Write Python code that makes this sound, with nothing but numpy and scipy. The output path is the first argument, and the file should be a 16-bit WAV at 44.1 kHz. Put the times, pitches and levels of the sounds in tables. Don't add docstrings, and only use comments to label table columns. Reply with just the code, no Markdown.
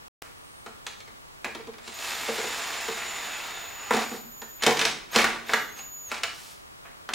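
import sys
import numpy as np
from scipy import signal
from scipy.fft import rfft, irfft
from scipy.io import wavfile

SR = 44100
rng = np.random.default_rng(int(sys.argv[2]) if len(sys.argv) > 2 else 0)


def log_audio(samples):
    frames = np.atleast_2d(samples).T
    limited = np.clip(frames, -1, 1)
    pcm = np.round(limited * 32767).astype(np.int16)
    wavfile.write(sys.argv[1], SR, pcm)


N = 314874
TIME = np.arange(N) / SR

# start_s, hold_s, gear_noise_db, bright_scrape_db
SLIPS = [(3.92, 0.12, -35.5, -37.5), (4.1, 0.07, -49, -45.5), (4.635, 0.057, -34, -48),
         (4.8, 0.085, -31, -35), (5.15, .07, -27, -32), (5.263, 0.022, -34, -53), (5.3, 0.059, -40, -56),
         (5.485, 0.088, -37.5, -41.5), (5.775, 0.023, -45.5, -46), (6.112, 0.066, -41.5, -43)]
SLIP_ATTACK_S, SLIP_RELEASE_S = 0.017, 0.024
# pitch_hz, relative level_db (per Hz)
CLATTER_TONE = [(150, -20.5), (450, -4), (700, -0.5), (1200, -0.5), (2000, 1), (2800, -4), (4000, -21.5),
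                (8000, -26)]
# start_s, hold_s, attack_s, relative bright_db, relative dull_db
SOFT_NOISES = [(0.227, .04, 0.0036, -56.5, -53), (6.36, 0.16, .05, -49.5, -71),
               (6.854, .005, 0.0065, -76, -47)]


def amp(db):
    return 10 ** (np.asarray(db) / 20)


def unit(x):
    return x / np.sqrt(np.mean(x ** 2) + 1e-20)


def read(points, hz):
    table_hz, value = np.transpose(points)
    return np.interp(np.log(hz + 1), np.log(table_hz + 1), value)


def add(mix, start_s, sound):
    part = mix[round(start_s * SR):][:len(sound)]
    part += sound[:len(part)]


def drift(hz):
    spectrum = rfft(rng.standard_normal(N))
    slowness = 1 + (np.fft.rfftfreq(N, 1 / SR) / hz) ** 4
    return unit(irfft(spectrum / slowness, N))


def colour(x, points, modes=()):
    hz = np.fft.rfftfreq(4096, 1 / SR)
    peaks = sum(db / (1 + (2 * (hz - peak_hz) / width_hz) ** 2) for peak_hz, width_hz, db in modes)
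    level_db = read(points, hz) + peaks
    log_gain = np.log(amp(np.r_[level_db, level_db[-2:0:-1]]))
    taps = np.fft.ifft(np.exp(np.conj(signal.hilbert(log_gain)))).real
    return signal.oaconvolve(x, taps / np.linalg.norm(taps))[:len(x)]


def grains(per_s, spread_db):
    size = amp(spread_db * np.minimum(rng.exponential(1, N), 4))
    direction = rng.choice([-1, 1], N)
    hits = rng.random(N) < per_s / SR
    return unit(size * direction * hits)


def ring(x, hz, width_hz):
    radius = np.exp(-np.pi * width_hz / SR)
    spin = radius * np.exp(2j * np.pi * hz / SR)
    return np.sqrt(2 * (1 - radius * radius)) * signal.lfilter([1], [1, -spin], x).imag


def swell(start_s, hold_s, attack_s, release_s):
    growth = np.minimum(TIME - start_s, 0) / attack_s
    decay = np.maximum(TIME - start_s - hold_s, 0) / release_s
    return np.exp(growth - decay)


def glide(rows, waver):
    s, hz, db = np.transpose(rows)
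    pitch = np.interp(TIME, s, hz) * (1 + waver * drift(130))
    phase = 2 * np.pi * np.cumsum(pitch) / SR
    sounding = (TIME > s[0]) * (TIME < s[-1])
    return phase, amp(np.interp(TIME, s, db)) * sounding


def soft_noise(rows, release_s=0.038):
    # pitch_hz, relative level_db (per Hz)
    bright_tone = [(300, -42), (800, 4), (1750, -1), (3000, 4), (5500, 5.5), (9500, 1.5), (15000, -6)]
    bright = colour(grains(7100, 1.4), bright_tone)
    dull = colour(grains(3000, 0.97), CLATTER_TONE)
    out = np.zeros(N)
    for start, hold, attack, bright_db, dull_db in rows:
        out += swell(start, hold, attack, release_s) * (amp(bright_db) * bright + amp(dull_db) * dull)
    return out


def floor(air_db=-47):
    # pitch_hz, relative level_db (per Hz)
    air_tone = [(12, -50), (20, -2), (81, -3), (146, -2.5), (210, -5), (340, -4), (513, -4.5), (1220, -3),
                (1600, -8), (3530, -13.5), (8180, -21), (13500, -28), (16000, -49)]
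    # pitch_hz, correlation (-1 to 1)
    likeness = [(30, -0.28), (70, -0.14), (150, -0.71), (400, -0.83), (1500, -0.81), (5000, -0.65),
                (14000, 1)]
    # pitch_hz, level_db (rms)
    hum = [(1147, -73.5), (1723, -77.5), (15735, -72.5)]
    hz = np.fft.rfftfreq(N, 1 / SR)
    left, other = rfft(rng.standard_normal((2, N)))
    same = np.clip(read(likeness, hz), -1, 1)
    right = same * left + np.sqrt(1 - same ** 2) * other
    air = irfft(np.array([left, right]) * amp(read(air_tone, hz)), N)
    tones = sum(amp(db) * np.sqrt(2) * np.sin(2 * np.pi * f * TIME) for f, db in hum)
    return amp(air_db) * unit(air) + tones


def room_tail():
    return soft_noise(SOFT_NOISES[:1])


def garage(x, width=0.41, onset_s=0.00057):
    # pitch_hz, fade_s
    fade_times = [(150, 1), (500, 0.49), (1400, 0.48), (3700, 0.5), (8000, 0.45), (15000, 0.37)]
    echoes = rng.standard_normal((2, SR)) * (rng.random((2, SR)) < .12)
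    hz, t, bands = signal.stft(echoes, SR, nperseg=256)
    fade = amp(-60 * t / read(fade_times, hz)[:, None])
    bands = bands * fade * (1 - np.exp(-t / onset_s))
    tails = signal.istft(bands, SR, nperseg=256)[1]
    mid, side = signal.fftconvolve(x[None], tails / np.linalg.norm(tails[0]), axes=1)[:, :N]
    return np.array([mid + width * side, mid - width * side])


def whistles():
    # time_s, pitch_hz, relative level_db
    squeal_curve = [(.27, 9600, -73), (.39, 9200, -72), (.46, 8400, -67), (.58, 8700, -66),
                    (.77, 7600, -74)]
    whistle_curve = [(1.83, 7320, -56), (1.95, 7310, -58), (2.2, 7470, -55), (2.55, 7300, -56),
                     (2.78, 7210, -51), (3.5, 7060, -64)]
    phase, gain = glide(whistle_curve, 0.0018)
    whistle = gain * np.sin(phase) * amp(5.1 * drift(25))
    phase, gain = glide(squeal_curve, .004)
    squeal = gain * (np.sin(phase) + np.sin(1.087 * phase))
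    return np.sqrt(2) * (whistle + squeal)


def knocks(blows, clatter_t60=0.09, tick_t60=0.039, thud_t60=0.16, thud_db=-1, thump_db=-2,
           clatter_db=1, tick_db=2, ring_db=6, ring_share=0.41):
    # pitch_hz, relative level_db, time to fade by 60 dB fade_s
    pan = [(143, -17, .35), (205, -14, .2), (228, -4, .28), (275, -15, .15), (335, -6, .2), (380, -8, .13),
           (430, -3, .15), (452, 0, .17), (480, -4, .14), (670, -11, .12), (740, -8, .13), (810, -8, .13)]
    # pitch_hz, width_hz, boost_db
    frame_modes = [(690, 150, -1.5), (984, 21, 3), (1190, 220, 1), (1346, 130, 2.5), (1680, 47, 0.5),
                   (2210, 100, 1.5), (2770, 90, -9), (3700, 160, 8)]
    # pitch_hz, relative level_db (per Hz)
    thud_tone = [(90, -42), (145, -12), (175, -13), (228, 0), (275, -7), (340, -2), (450, -1), (600, -8),
                 (780, -2), (1050, -4), (1500, -20), (3000, -50)]
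    tick_tone = [(1200, -18.5), (2600, 1), (3600, 2.5), (5000, -0.5), (7000, -4.5), (9000, -12),
                 (12000, -18), (16000, -43)]
    crack_tone = [(100, -25.5), (500, 1), (1500, 9), (4000, -0.5), (7500, -5), (10000, -12.5), (16000, -76)]
    crack_db, crack_growth, crack_bright_share = 20.5, 1.65, .35
    t = np.arange(SR // 2) / SR
    crack, thump, clatter, tick = np.zeros((4, N))
    hz, mode_db, t60 = np.array(pan).T[:, :, None]
    for start, strength, boom, bright, ring_hz in blows:
        noise = rng.standard_normal((4, len(t)))
        where = rng.standard_normal((2, len(pan), 1))
        near = 8 / (1 + (4 * (hz / ring_hz - 1)) ** 2)
        weight = amp(mode_db + 1.5 * where[0] + near)
        phase = 2 * np.pi * hz * (1 + 0.0084 * where[1]) * t + np.pi * (where[1] > 0)
        modes = (weight * amp(-60 * t / t60) * np.sin(phase)).sum(0) / np.linalg.norm(weight)
        thud_noise = noise[3] * amp(-60 * t / thud_t60)
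        thud = amp(thud_db) * colour(thud_noise, thud_tone, [(ring_hz, ring_hz / 4, 12)])
        soft_start = 1 - np.exp(-t / 0.0019)
        add(thump, start, amp(strength + boom + thump_db) * (modes + thud) * soft_start)

        main_ring = (ring_hz, ring_share * ring_hz, ring_db)
        frame = colour(noise[0] * amp(-60 * t / clatter_t60), CLATTER_TONE, frame_modes + [main_ring])
        add(clatter, start, amp(strength + clatter_db) * frame)
        add(tick, start, amp(strength + bright + tick_db) * noise[1] * amp(-60 * t / tick_t60))

        contact = t / .0003 * np.exp(-t / .0003)
        snap = colour(noise[2] * contact, crack_tone)
        snap_db = crack_db + crack_growth * strength + crack_bright_share * bright
        add(crack, start, amp(snap_db) * snap / abs(snap).max())
    return crack + clatter + colour(tick, tick_tone), thump


def effort(scrape_start_db=1.5, dulls_db_per_s=4):
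    # time_s, level_db
    drive = [(1.84, -54), (1.88, -45.5), (1.93, -47), (2.03, -36), (2.4, -34.5), (2.85, -35.5),
             (3.48, -37.5), (3.75, -44), (3.91, -39.5)]
    s, db = np.transpose(drive)
    gear = amp(np.interp(TIME, s, db)) * swell(s[0], s[-1] - s[0], SLIP_ATTACK_S, SLIP_RELEASE_S)
    scrape = gear * amp(scrape_start_db - dulls_db_per_s * (TIME - s[0]))
    for start, hold, gear_db, scrape_db in SLIPS:
        shape = swell(start, hold, SLIP_ATTACK_S, SLIP_RELEASE_S)
        gear = np.maximum(gear, amp(gear_db) * shape)
        scrape = np.maximum(scrape, amp(scrape_db) * shape)
    return gear, scrape


def grind(chatter_db=1.37, shift_db=3.5, gear_db=-2, scrape_db=-3.5):
    # pitch_hz, relative level_db (per Hz)
    gear_tone = [(90, -57), (170, -21), (300, -7), (450, -5), (550, -6.5), (680, 0.5), (1100, 0),
                 (2000, 1.5), (2800, -1.5), (3200, -6.5), (4000, -8), (6400, -21.5), (9000, -43)]
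    scrape_tone = [(1500, -20), (3000, -3.5), (3700, -0.5), (4700, -3), (6000, -4.5), (7800, -7),
                   (10000, -10.5), (13000, -21.5), (16000, -28)]
    # pitch_hz, width_hz, level_db against the gear noise
    socket = [(1170, 110, -14), (1600, 140, -15), (2070, 190, -13), (2650, 200, -11), (3610, 260, -13),
              (5190, 110, -20)]
    gear_gain, scrape_gain = effort()
    pressure = amp(chatter_db * drift(126))
    gears = colour(grains(5000, 2.1), gear_tone)
    for hz, width, db in socket:
        singing = ring(grains(5000, 2.9), hz, width) * amp(shift_db * drift(3.1))
        gears += amp(db) * unit(singing)
    gears = gears * gear_gain
    scrape = colour(grains(3500, 0.75), scrape_tone) * scrape_gain
    return pressure * (amp(gear_db) * gears + amp(scrape_db) * scrape)


def whine(waver=.00077, wander_hz=10, flutter_db=2):
    # start_s, stop_s, switching pitch_hz, relative tone_db, relative octave_db
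    pulls = [(1.935, 4.8, 6905, -46, -51.5), (5.11, 5.235, 6880, -45, -47), (5.46, 5.715, 6930, -53, -53),
             (5.712, 5.785, 6880, -48, -54), (5.775, 6.105, 6835, -41.5, -52)]
    climb_hz, climb_s, sag_hz, sag_s = 600, .016, 850, .018
    attack_s, release_s = 0.0096, 0.013
    out = np.zeros(N)
    unsteady, wander = 1 + waver * drift(90), wander_hz * drift(1.5)
    flutter = [amp(flutter_db * drift(40) - 1) for _ in range(2)]
    for start, stop, hz, *levels in pulls:
        length = stop - start
        t = np.arange(0, length, 1 / SR)
        pitch = hz - climb_hz * np.exp(-t / climb_s) - sag_hz * np.exp((t - length) / sag_s)
        phase = 2 * np.pi * np.cumsum(pitch * unsteady[:len(t)] + wander[:len(t)]) / SR
        held = np.minimum(t / attack_s, 1) * np.minimum((length - t) / release_s, 1)
        for k, db in enumerate(levels):
            tone = np.sin((k + 1) * phase)
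            add(out, start, amp(db) * held * flutter[k][:len(t)] * tone)
    return np.sqrt(2) * out


def rattles(count=12, per_s=49, level_db=-1, spread_db=3.5, boom_db=-6, bright_db=-2.5):
    # lowest_hz, highest_hz
    low_hz, high_hz = (694, 3480)
    rows = []
    for start, hold, gear_db, _ in SLIPS:
        for k, (late, size, place) in enumerate(rng.random((count, 3))):
            after = (k + late) / per_s
            if after < hold:
                strength = gear_db + level_db + spread_db * (2 * size - 1)
                ring_hz = low_hz * (high_hz / low_hz) ** place
                rows.append((start + after, strength, boom_db, bright_db, ring_hz))
    return rows


def brushing():
    return soft_noise(SOFT_NOISES[1:])


def scene():
    # start_s, strength_db,
    # seat pan boom_db and metal brightness_db (both against the strength), main ring_hz
    blow_list = [(.662, -39, -1, -3, 1400), (.866, -35.5, -15, 5, 3140), (1.004, -49, -22, 4.5, 2140),
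                 (1.077, -49, -1, -1, 2100), (1.4451, -27, -3, -6, 2450), (1.549, -39.5, 1.5, 2.5, 320),
                 (1.589, -53, 14, -8, 450), (1.672, -48.5, 13.5, 1, 456), (1.735, -46.5, -8, -5, 2100),
                 (1.783, -45.5, -9, -2, 1500), (1.877, -43.5, 2, 6.5, 2400), (2.285, -32.5, 8.5, -10, 514),
                 (2.384, -34, 5.5, -7, 467), (2.44, -43, 13, 7.5, 464), (2.884, -39, 10.5, 3, 417),
                 (3.908, -19, -4, -15, 940), (3.936, -27.5, 6.5, -1, 470), (3.947, -33, 4.5, 3, 252),
                 (3.967, -28.5, 4, 0, 696), (4.115, -39, 7.5, -12, 225), (4.139, -43.5, 11, -7, 223),
                 (4.417, -38.5, -1.5, 0, 1560), (4.623, -26.5, -15, 1, 2080), (4.635, -24.5, -7, 3.5, 3600),
                 (4.6645, -17, 2, 2.5, 750), (4.679, -31, 14.5, -7, 463), (4.708, -27, 4.5, -1, 1010),
                 (4.771, -33, 3, 6, 2120), (4.7925, -25.5, -32, 4, 2720), (4.814, -24, -4, 2, 2200),
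                 (4.852, -27.5, -18.5, 8, 3620), (5.16, -19.5, 1.5, 3.5, 1220),
                 (5.186, -19, -9, -1.5, 1999), (5.2429, -17.5, -11.5, -5.5, 1518),
                 (5.493, -28.5, -4.5, -20, 1830), (5.535, -18, -12, -4, 1877),
                 (6.116, -27.5, -22, -5.5, 1541), (6.143, -41, -23, 5, 1150), (6.234, -26, -27, 3, 2804),
                 (7.09, -29.5, -7.5, -9.5, 1424), (7.136, -33, -6, 10.5, 750)]
    air = floor()
    noises = room_tail() + grind() + brushing()
    tone = whine() + whistles()
    blows, boom = knocks(blow_list + rattles())
    room = garage(amp(-3.0) * blows + amp(-6.0) * noises + amp(-10) * (boom + tone))
    close = blows + boom + noises + tone
    return (close + room) * amp([[-.3], [.3]]) + air


def record(dry):
    # start_s, stop_s
    gap = (.083, .219)
    # time_s, height before the treble cut (full scale = 1)
    pop_list = [(0.2208, 0.064), (0.2233, 0.15)]
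    out = dry * ((TIME < gap[0]) | (TIME > gap[1]))
    pops = np.zeros(N)
    for start, height in pop_list:
        add(pops, start, height * np.exp(-np.arange(64) / 4))
    treble_cut = signal.firwin(511, 16300, window=("kaiser", 9), fs=SR)
    return signal.oaconvolve(np.clip(out + pops, -1, 1), treble_cut[None], "same", axes=1)


dry = scene()
out = record(dry)
log_audio(out)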